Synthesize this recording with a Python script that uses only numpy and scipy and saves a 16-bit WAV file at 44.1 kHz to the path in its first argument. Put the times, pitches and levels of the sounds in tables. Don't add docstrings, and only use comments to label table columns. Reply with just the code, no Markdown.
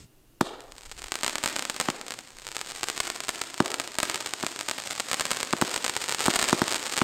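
import sys
import numpy as np
from scipy import signal
from scipy.fft import rfft, irfft
from scipy.io import wavfile

SR = 44100
rng = np.random.default_rng(int(sys.argv[2]) if len(sys.argv) > 2 else 0)


def persist_wave(psi):
    counts = np.round(np.clip(psi, -1, 1) * 32767).astype(np.int16)
    wavfile.write(sys.argv[1], SR, np.atleast_2d(counts).T)


N = 310023
TIME = np.arange(N) / SR

# blast in seconds, blast level in dB, gas sputter before it in dB, bright crack in dB.
LAUNCHES = [(.4110, -6, -14, -10), (1.8869, -12.5, -12, -23), (3.6037, -4.5, -11, -14.5),
            (4.4361, -17, -30, -32), (5.5344, -11.5, -12.5, -24), (5.622, -8.5, -35, -12.5),
            (6.282, -7, -36, -15), (6.529, -5.5, -19, -12), (6.618, -8, -22, -12), (7.0168, -8, -9, -20)]
# index of its launch, ground echo lag at the top in ms,
# time constant of the climb in seconds.
COMETS = [(0, 4.3, .66), (0, 3.9, .68), (1, 3.1, .6), (2, 4.1, .76), (3, 2.1, .5), (4, 3.7, .5),
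          (5, 3.7, .6), (6, 4.2, .85)]
# time in seconds, level in dB.
FIZZ = [(0.5, -75), (0.57, -69), (0.86, -59), (1.28, -54), (1.61, -47.5), (2.32, -58.5), (2.9, -48),
        (4.01, -53), (4.15, -47.5), (6.01, -46), (6.26, -42), (7.03, -44)]


def amp(db):
    return 10 ** (np.asarray(db) / 20)


def rms_one(x):
    return x / np.sqrt(np.mean(x ** 2) + 1e-20)


def in_time(rows):
    seconds, *columns = np.transpose(rows)
    return [np.interp(TIME, seconds, column) for column in columns]


def band(x, low_hz, high_hz):
    sos = signal.butter(2, [low_hz, min(high_hz, .45 * SR)], "band", fs=SR, output="sos")
    return signal.sosfilt(sos, x)


def place(seconds, shapes):
    at = np.round(seconds * SR).astype(int)[:, None] + np.arange(shapes.shape[1])
    return np.bincount(at.ravel(), shapes.ravel(), N + SR)[:N]


def bell(x, hz, width_hz, gain_db):
    a, w = amp(gain_db / 2), 2 * np.pi * hz / SR
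    q = np.pi * width_hz / SR
    middle = -2 * np.cos(w)
    return signal.lfilter([1 + q * a, middle, 1 - q * a], [1 + q / a, middle, 1 - q / a], x)


def night():
    # frequency in Hz, relative level in dB per Hz.
    air_spectrum = [(60, -33), (127, -13), (170, -29.5), (293, -21.5), (357, -20), (472, -29),
                    (2550, -45.5), (2800, -33), (3050, -45), (16000, -70)]
    # time in seconds, level in dB.
    wind_levels = [(0, -58), (.58, -50), (.64, -48), (.84, -48), (.87, -36), (1.08, -40), (1.16, -52),
                   (2.27, -60), (2.33, -50.5), (2.98, -58), (4.64, -68), (6.56, -58), (7.03, -61)]
    # time in seconds, low band in dB, high band in dB.
    rustle_levels = [(0, -40.5, -54.5), (.045, -48.5, -61.5), (.07, -57, -77), (.09, -100, -100)]
    air_db = -63

    hz = np.maximum(np.arange(N // 2 + 1) * SR / N, 1)
    known_hz, known_db = np.transpose(air_spectrum)
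    colour = amp(np.interp(np.log(hz), np.log(known_hz), known_db))
    air = amp(air_db) * rms_one(irfft(rfft(rng.standard_normal(N)) * colour, N))
    wind = amp(in_time(wind_levels)[0]) * rms_one(band(rng.standard_normal(N), 9.7, 25.0))
    low_db, high_db = in_time(rustle_levels)
    low = amp(low_db) * rms_one(band(rng.standard_normal(N), 50, 142))
    high = amp(high_db) * rms_one(band(rng.standard_normal(N), 550, 8200))
    return air + wind + low + high


def surroundings(x):
    # centre in Hz, return level in dB, t60 in seconds.
    returns = [(195, -4, 1), (321, -2.5, 0.87), (700, -8.5, 1), (1580, -8, 0.89), (2930, -8.5, 0.58),
               (5300, -9, 0.41), (12200, -4.5, 0.28)]
    far_wall_s, before_wall_db = .036, -8
    near_db, near_t60_s = -14, .025

    t = np.arange(SR) / SR
    wall_rise = np.clip((t - far_wall_s) / 0.0069, 0, 1)
    arrived = np.maximum(wall_rise, amp(before_wall_db) * (t > .002))
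    lumps = amp(1.5 * rms_one(band(rng.standard_normal(SR), 15, 60)))
    far = 0
    for hz, return_db, t60_s in returns:
        octave = rms_one(band(rng.standard_normal(SR), hz / np.sqrt(2), hz * np.sqrt(2))) * np.sqrt(hz / SR)
        far = far + amp(return_db - 60 * t / t60_s) * octave / np.sqrt(t60_s * SR / np.log(1e6))
    near_decay = amp(near_db - 60 * t / near_t60_s) / np.sqrt(near_t60_s * SR / np.log(1e6))
    near = rng.standard_normal(SR) * near_decay * (t > .0005)
    return signal.fftconvolve(x, arrived * lumps * far + near)[:N]


def fizz():
    grains = rng.standard_normal(N) * amp(4.9 * rng.exponential(1, N).clip(0, 5))
    fade_in = np.clip((TIME - .5) / 0.072, 0, 1)
    return amp(in_time(FIZZ)[0]) * rms_one(band(grains, 260, 7500)) * fade_in


def low_echoes(x):
    # lag in seconds, level in dB.
    echoes = [(.0082, -14.5), (0.0106, -17), (.017, -15)]
    dull = signal.lfilter(*signal.butter(2, 550, fs=SR), x)
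    return sum(amp(echo_db) * np.interp(TIME - lag_s, TIME, dull, left=0) for lag_s, echo_db in echoes)


def blast_from_above():
    s, blast_db, _, crack_db = np.transpose(LAUNCHES)
    body = band(place(s, amp(blast_db + 29.0)[:, None]) + 1e-18, 355, 1110)
    bright = band(place(s + .002, amp(crack_db + 12.5)[:, None]) + 1e-18, 1200, 10700)
    return body + bell(bright, 3530, 1900, 12.4)


def launches():
    # frequency in Hz, kick relative to the blast in dB, t60 in seconds.
    tube_modes = [(288, -32, 0.049), (126, -16.5, 0.037), (1020, -14.5, 0.012)]
    mean_blast_ms, mean_refill_ms, refill_db = 0.88, 3.3, -1.5
    s, blast_db, sputter_db, crack_db = np.transpose(LAUNCHES)
    t_ms = np.arange(220) / SR * 1000

    swell = np.linspace(0, 1, 180) ** 1.1
    gas = amp(sputter_db)[:, None] * swell * rng.standard_normal((len(s), 180))
    sputter = band(place(s - 170 / SR, gas), 600, 2800)

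    tear = amp(crack_db)[:, None] * np.exp(-t_ms / .6) * rng.standard_normal((len(s), 220))
    crack = bell(band(place(s - .0003, tear), 1400, 20000), 4930, 1200, 2.9)

    vary = 1 + .04 * rng.standard_normal((len(s), 2))
    quick_ms, slow_ms = mean_blast_ms * vary[:, :1], mean_refill_ms * vary[:, 1:]
    quick = np.sin(2 * np.pi * np.clip(t_ms / quick_ms, 0, 1))
    slow = np.sin(2 * np.pi * np.clip((t_ms - 0.99 * quick_ms) / slow_ms, 0, 1))
    swing = quick - amp(refill_db - 1.22 * t_ms) * slow
    out = sputter + crack + place(s, amp(blast_db)[:, None] * swing)

    for hz, level_db, t60_s in tube_modes:
        r, w = amp(-60 / (t60_s * SR)), 2 * np.pi * hz / SR
        kick_db = blast_db + level_db + 3 * rng.standard_normal(len(s))
        kick = place(s, amp(kick_db)[:, None])
        out = out + signal.lfilter([0, np.sin(w)], [1, -2 * r * np.cos(w), r * r], kick + 1e-18)
    return out


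def comet_ages(seconds):
    fired = np.array(LAUNCHES)[np.array(COMETS)[:, 0].astype(int), 0]
    return seconds[:, None] - fired


def ground_lag_ms(seconds, comet):
    scatter_ms = .06
    _, top_ms, climb_s = np.array(COMETS)[comet].T
    age = comet_ages(seconds)[np.arange(len(seconds)), comet]
    lag_ms = top_ms * (1 - np.exp(-np.maximum(age, 0) / climb_s))
    return lag_ms + scatter_ms * rng.standard_normal(N)[(seconds * SR).astype(int)]


def small_stars():
    # middle in seconds, length in seconds, added stars per second.
    flurries = [(.86, .016, 500), (.99, .014, 700), (1.82, .02, 400), (2.2, .03, 300), (2.554, .014, 1500),
                (2.69, .045, 500), (2.762, .03, 500), (3.39, .02, 400), (4.92, .03, 400), (5.72, .03, 400),
                (6.023, .015, 600)]
    mean_per_s, clump_db = 110, 7.
    over_fizz_db, spread_db = 22.5, 3.5
    first_star_s, burnt_out_s = .3, 2.3

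    fizz_db, = in_time(FIZZ)
    draw = rng.random((3, N))
    clumps = amp(clump_db * rms_one(band(rng.standard_normal(N), 8, 60)))
    per_s = mean_per_s * clumps / clumps.mean()
    for middle_s, length_s, rate in flurries:
        per_s = per_s + rate * (np.abs(TIME - middle_s) < length_s / 2)
    at = np.flatnonzero((draw[0] < per_s / SR) & (TIME > .56))
    level_db = fizz_db[at] + over_fizz_db - spread_db * np.log(draw[1, at] + 0.027)

    age = comet_ages(at / SR)
    burnt_out = np.sum(age > burnt_out_s, axis=1)
    burning = np.sum(age > first_star_s, axis=1) - burnt_out
    comet = burnt_out + np.floor(burning * draw[2, at])
    return np.transpose([at / SR, level_db, comet])


def star_pops(seconds, level_db, lag_ms):
    push_ms, suck_ms = .05, .4
    ground_db, ground_hz = -8., 2600

    t_ms = np.arange(160) / SR * 1000
    size = amp(level_db + 12)[:, None] ** .07
    push, suck = push_ms * size, suck_ms * size
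    wave = np.exp(-t_ms / push) - push / suck * np.exp(-t_ms / suck)
    wave = amp(level_db + 3.)[:, None] * (wave - wave.mean(axis=1, keepdims=True))
    straight = place(seconds - 2 / SR, wave)
    bounced = place(seconds + lag_ms / 1000, wave)
    soil = signal.butter(2, ground_hz, fs=SR)
    return straight + amp(ground_db) * signal.lfilter(*soil, bounced)


def scene():
    # time in seconds, level in dB, index of its comet.
    loud_stars = [(0.6061, -24, 0), (0.7213, -22, 0), (0.7821, -22, 0), (0.8195, -29, 0), (0.834, -27, 0),
                  (0.858, -28, 0), (0.8959, -27, 1), (0.9153, -17, 1), (0.9202, -21, 0), (0.9783, -25, 1),
                  (0.992, -23, 1), (1.0198, -17, 0), (1.0277, -24, 0), (1.0409, -18, 1), (1.043, -16, 1),
                  (1.061, -23, 0), (1.0837, -19, 1), (1.1202, -2, 1), (1.1414, -13, 1), (1.1555, -7, 0),
                  (1.189, -18, 1), (1.2105, -17, 1), (1.2334, 0, 0), (1.2385, -14, 1), (1.2458, -2, 0),
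                  (1.2641, -6, 1), (1.2651, -9, 1), (1.2799, -2, 1), (1.2961, -10, 1), (1.3312, -17, 0),
                  (1.3559, -2, 0), (1.3831, -9, 0), (1.43, -15, 0), (1.4382, 2, 1), (1.4455, -10, 0),
                  (1.4599, 3, 1), (1.4766, -7, 0), (1.4866, -13, 0), (1.4985, -15, 0), (1.5279, -16, 1),
                  (1.5636, -2, 1), (1.5875, -14, 0), (1.5939, -6, 0), (1.6244, -9, 0), (1.6525, -8, 0),
                  (1.6987, -1, 1), (1.7644, -12, 0), (1.8005, 3, 0), (1.8121, -2, 0), (1.9018, -6, 1),
                  (2.0134, -14, 1), (2.0658, -19, 0), (2.0825, -15, 0), (2.1071, -11, 1), (2.1211, -13, 1),
                  (2.1397, -16, 0), (2.1898, -15, 2), (2.369, -26, 2), (2.386, -26, 2), (2.3979, -25, 2),
                  (2.4199, -24, 2), (2.4477, -25, 2), (2.4522, -24, 2), (2.4682, -13, 2), (2.478, -19, 2),
                  (2.4884, -16, 2), (2.5169, -16, 2), (2.5258, -22, 2), (2.5668, -7, 2), (2.5921, -18, 2),
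                  (2.6138, -9, 2), (2.7197, -15, 2), (2.8107, -18, 2), (2.8322, -1, 2), (2.8406, -8, 2),
                  (2.8858, -6, 2), (2.9002, -6, 2), (2.9778, -9, 2), (3.0023, -2, 2), (3.0042, 1, 2),
                  (3.0542, -16, 2), (3.0704, -13, 2), (3.1013, -6, 2), (3.1611, -14, 2), (3.2046, -9, 2),
                  (3.249, -19, 2), (3.2839, -10, 2), (3.2917, 2, 2), (3.3047, -17, 2), (3.3484, -18, 2),
                  (3.4143, -13, 2), (3.4166, -3, 2), (3.438, -16, 2), (3.5429, -14, 2), (3.5789, -15, 2),
                  (3.6598, -8, 2), (3.6801, -14, 2), (3.7044, -12, 2), (3.7172, -10, 2), (3.7423, -3, 2),
                  (3.7991, -1, 2), (3.8056, -16, 2), (3.8166, -16, 2), (3.839, -20, 2), (3.8761, -13, 2),
                  (3.9533, -19, 2), (3.9861, 4, 2), (4.0022, -3, 2), (4.0307, 5, 2), (4.0537, -13, 2),
                  (4.0982, -1, 2), (4.114, -13, 3), (4.1451, -6, 3), (4.1581, -8, 3), (4.1773, -17, 3),
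                  (4.2049, -14, 2), (4.2082, -11, 2), (4.2605, -11, 3), (4.2627, -10, 3), (4.2727, -14, 3),
                  (4.3368, -4, 3), (4.4001, -18, 3), (4.4284, -9, 3), (4.4473, -14, 3), (4.4657, -2, 3),
                  (4.5617, -14, 3), (4.5915, -11, 3), (4.6108, -8, 3), (4.6868, -3, 3), (4.6968, -9, 3),
                  (4.7125, -3, 3), (4.7814, -15, 3), (4.8012, -14, 4), (4.8383, -17, 4), (4.8743, -13, 4),
                  (4.9091, -9, 4), (4.9185, -14, 4), (4.9532, -16, 3), (4.9989, -4, 4), (5.0032, -4, 3),
                  (5.0868, -13, 4), (5.101, -15, 4), (5.1146, 0, 4), (5.1315, 1, 3), (5.1434, -3, 3),
                  (5.1974, -4, 3), (5.2089, 2, 4), (5.2137, -12, 4), (5.2542, -5, 4), (5.2666, -13, 3),
                  (5.3072, -6, 4), (5.3149, 4, 3), (5.318, -8, 3), (5.3328, -11, 4), (5.3474, -16, 4),
                  (5.3709, -8, 4), (5.4035, -9, 3), (5.4105, -11, 4), (5.4303, 0, 4), (5.4493, -17, 3),
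                  (5.5281, -10, 3), (5.5289, -4, 3), (5.5671, -16, 3), (5.6143, 4, 4), (5.6499, -14, 4),
                  (5.7147, -11, 4), (5.7407, -10, 4), (5.7435, -7, 4), (5.7621, 0, 4), (5.7779, -14, 4),
                  (5.8442, -4, 3), (5.848, -3, 3), (5.8641, -3, 5), (5.8803, -7, 3), (5.8965, -2, 4),
                  (5.9531, -13, 3), (5.9656, 1, 4), (6.0413, -9, 4), (6.0813, -13, 6), (6.0868, -9, 4),
                  (6.0944, -3, 6), (6.108, -11, 5), (6.1166, -13, 6), (6.1239, -3, 4), (6.1473, -3, 6),
                  (6.1938, -9, 6), (6.1993, -13, 4), (6.2061, -2, 6), (6.2136, -9, 6), (6.2283, -12, 5),
                  (6.2408, -13, 6), (6.2574, -3, 6), (6.262, 5, 4), (6.2719, -8, 6), (6.297, -12, 5),
                  (6.3034, -4, 6), (6.3315, -14, 6), (6.3385, -4, 6), (6.3487, -10, 6), (6.3587, 5, 6),
                  (6.363, 1, 6), (6.391, 1, 6), (6.3955, -1, 6), (6.4148, -3, 6), (6.4227, -12, 6),
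                  (6.4268, 4, 6), (6.4416, -1, 6), (6.449, -11, 6), (6.4871, 0, 6), (6.4889, -9, 6),
                  (6.4956, 0, 5), (6.505, -14, 6), (6.5334, -14, 6), (6.5939, -10, 6), (6.6403, -13, 6),
                  (6.6805, -3, 5), (6.7109, -12, 5), (6.7165, -7, 6), (6.7244, -4, 6), (6.7335, -9, 5),
                  (6.7447, -3, 6), (6.7812, -15, 7), (6.7963, -15, 6), (6.8287, -12, 7), (6.8659, -10, 5),
                  (6.8714, -13, 6), (6.8966, -12, 6), (6.9232, -11, 4), (6.9375, -10, 7), (6.9675, -6, 5),
                  (6.9774, 1, 6), (6.9831, -4, 7), (6.9905, -8, 7), (7.0072, -13, 7), (7.0218, -12, 7)]
    places = 8
    s, level_db, comet = np.vstack([loud_stars, small_stars()]).T
    stars = np.transpose([s, level_db, ground_lag_ms(s, comet.astype(int))])
    groups = [star_pops(*stars[k::places].T) for k in range(places)]
    sky = sum(pops + surroundings(pops) for pops in groups)
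    thumps = launches()
    tubes = thumps + low_echoes(thumps) + surroundings(blast_from_above())
    return np.tile(sky + tubes + fizz() + night(), (2, 1))


def record(dry):
    # frequency in Hz, width in Hz, gain in dB.
    port = [(5940, 1260, -7.5), (6460, 4200, 8.5), (8400, 1400, 7), (10080, 3250, -9), (14500, 2900, -12)]
    hiss_db, clip_at, cutoff_hz = -66, .5, 17150
    x = -dry
    for hz, width_hz, gain_db in port:
        x = bell(x, hz, width_hz, gain_db)
    x = x + amp(hiss_db) * rng.standard_normal(N)
    x = x / (1 + np.abs(x / clip_at) ** 8) ** (1 / 8)
    x = signal.lfilter(*signal.butter(1, 50, "high", fs=SR), x)
    return signal.sosfilt(signal.cheby2(10, 70, cutoff_hz, fs=SR, output="sos"), x)


dry = scene()
out = record(dry)
persist_wave(out)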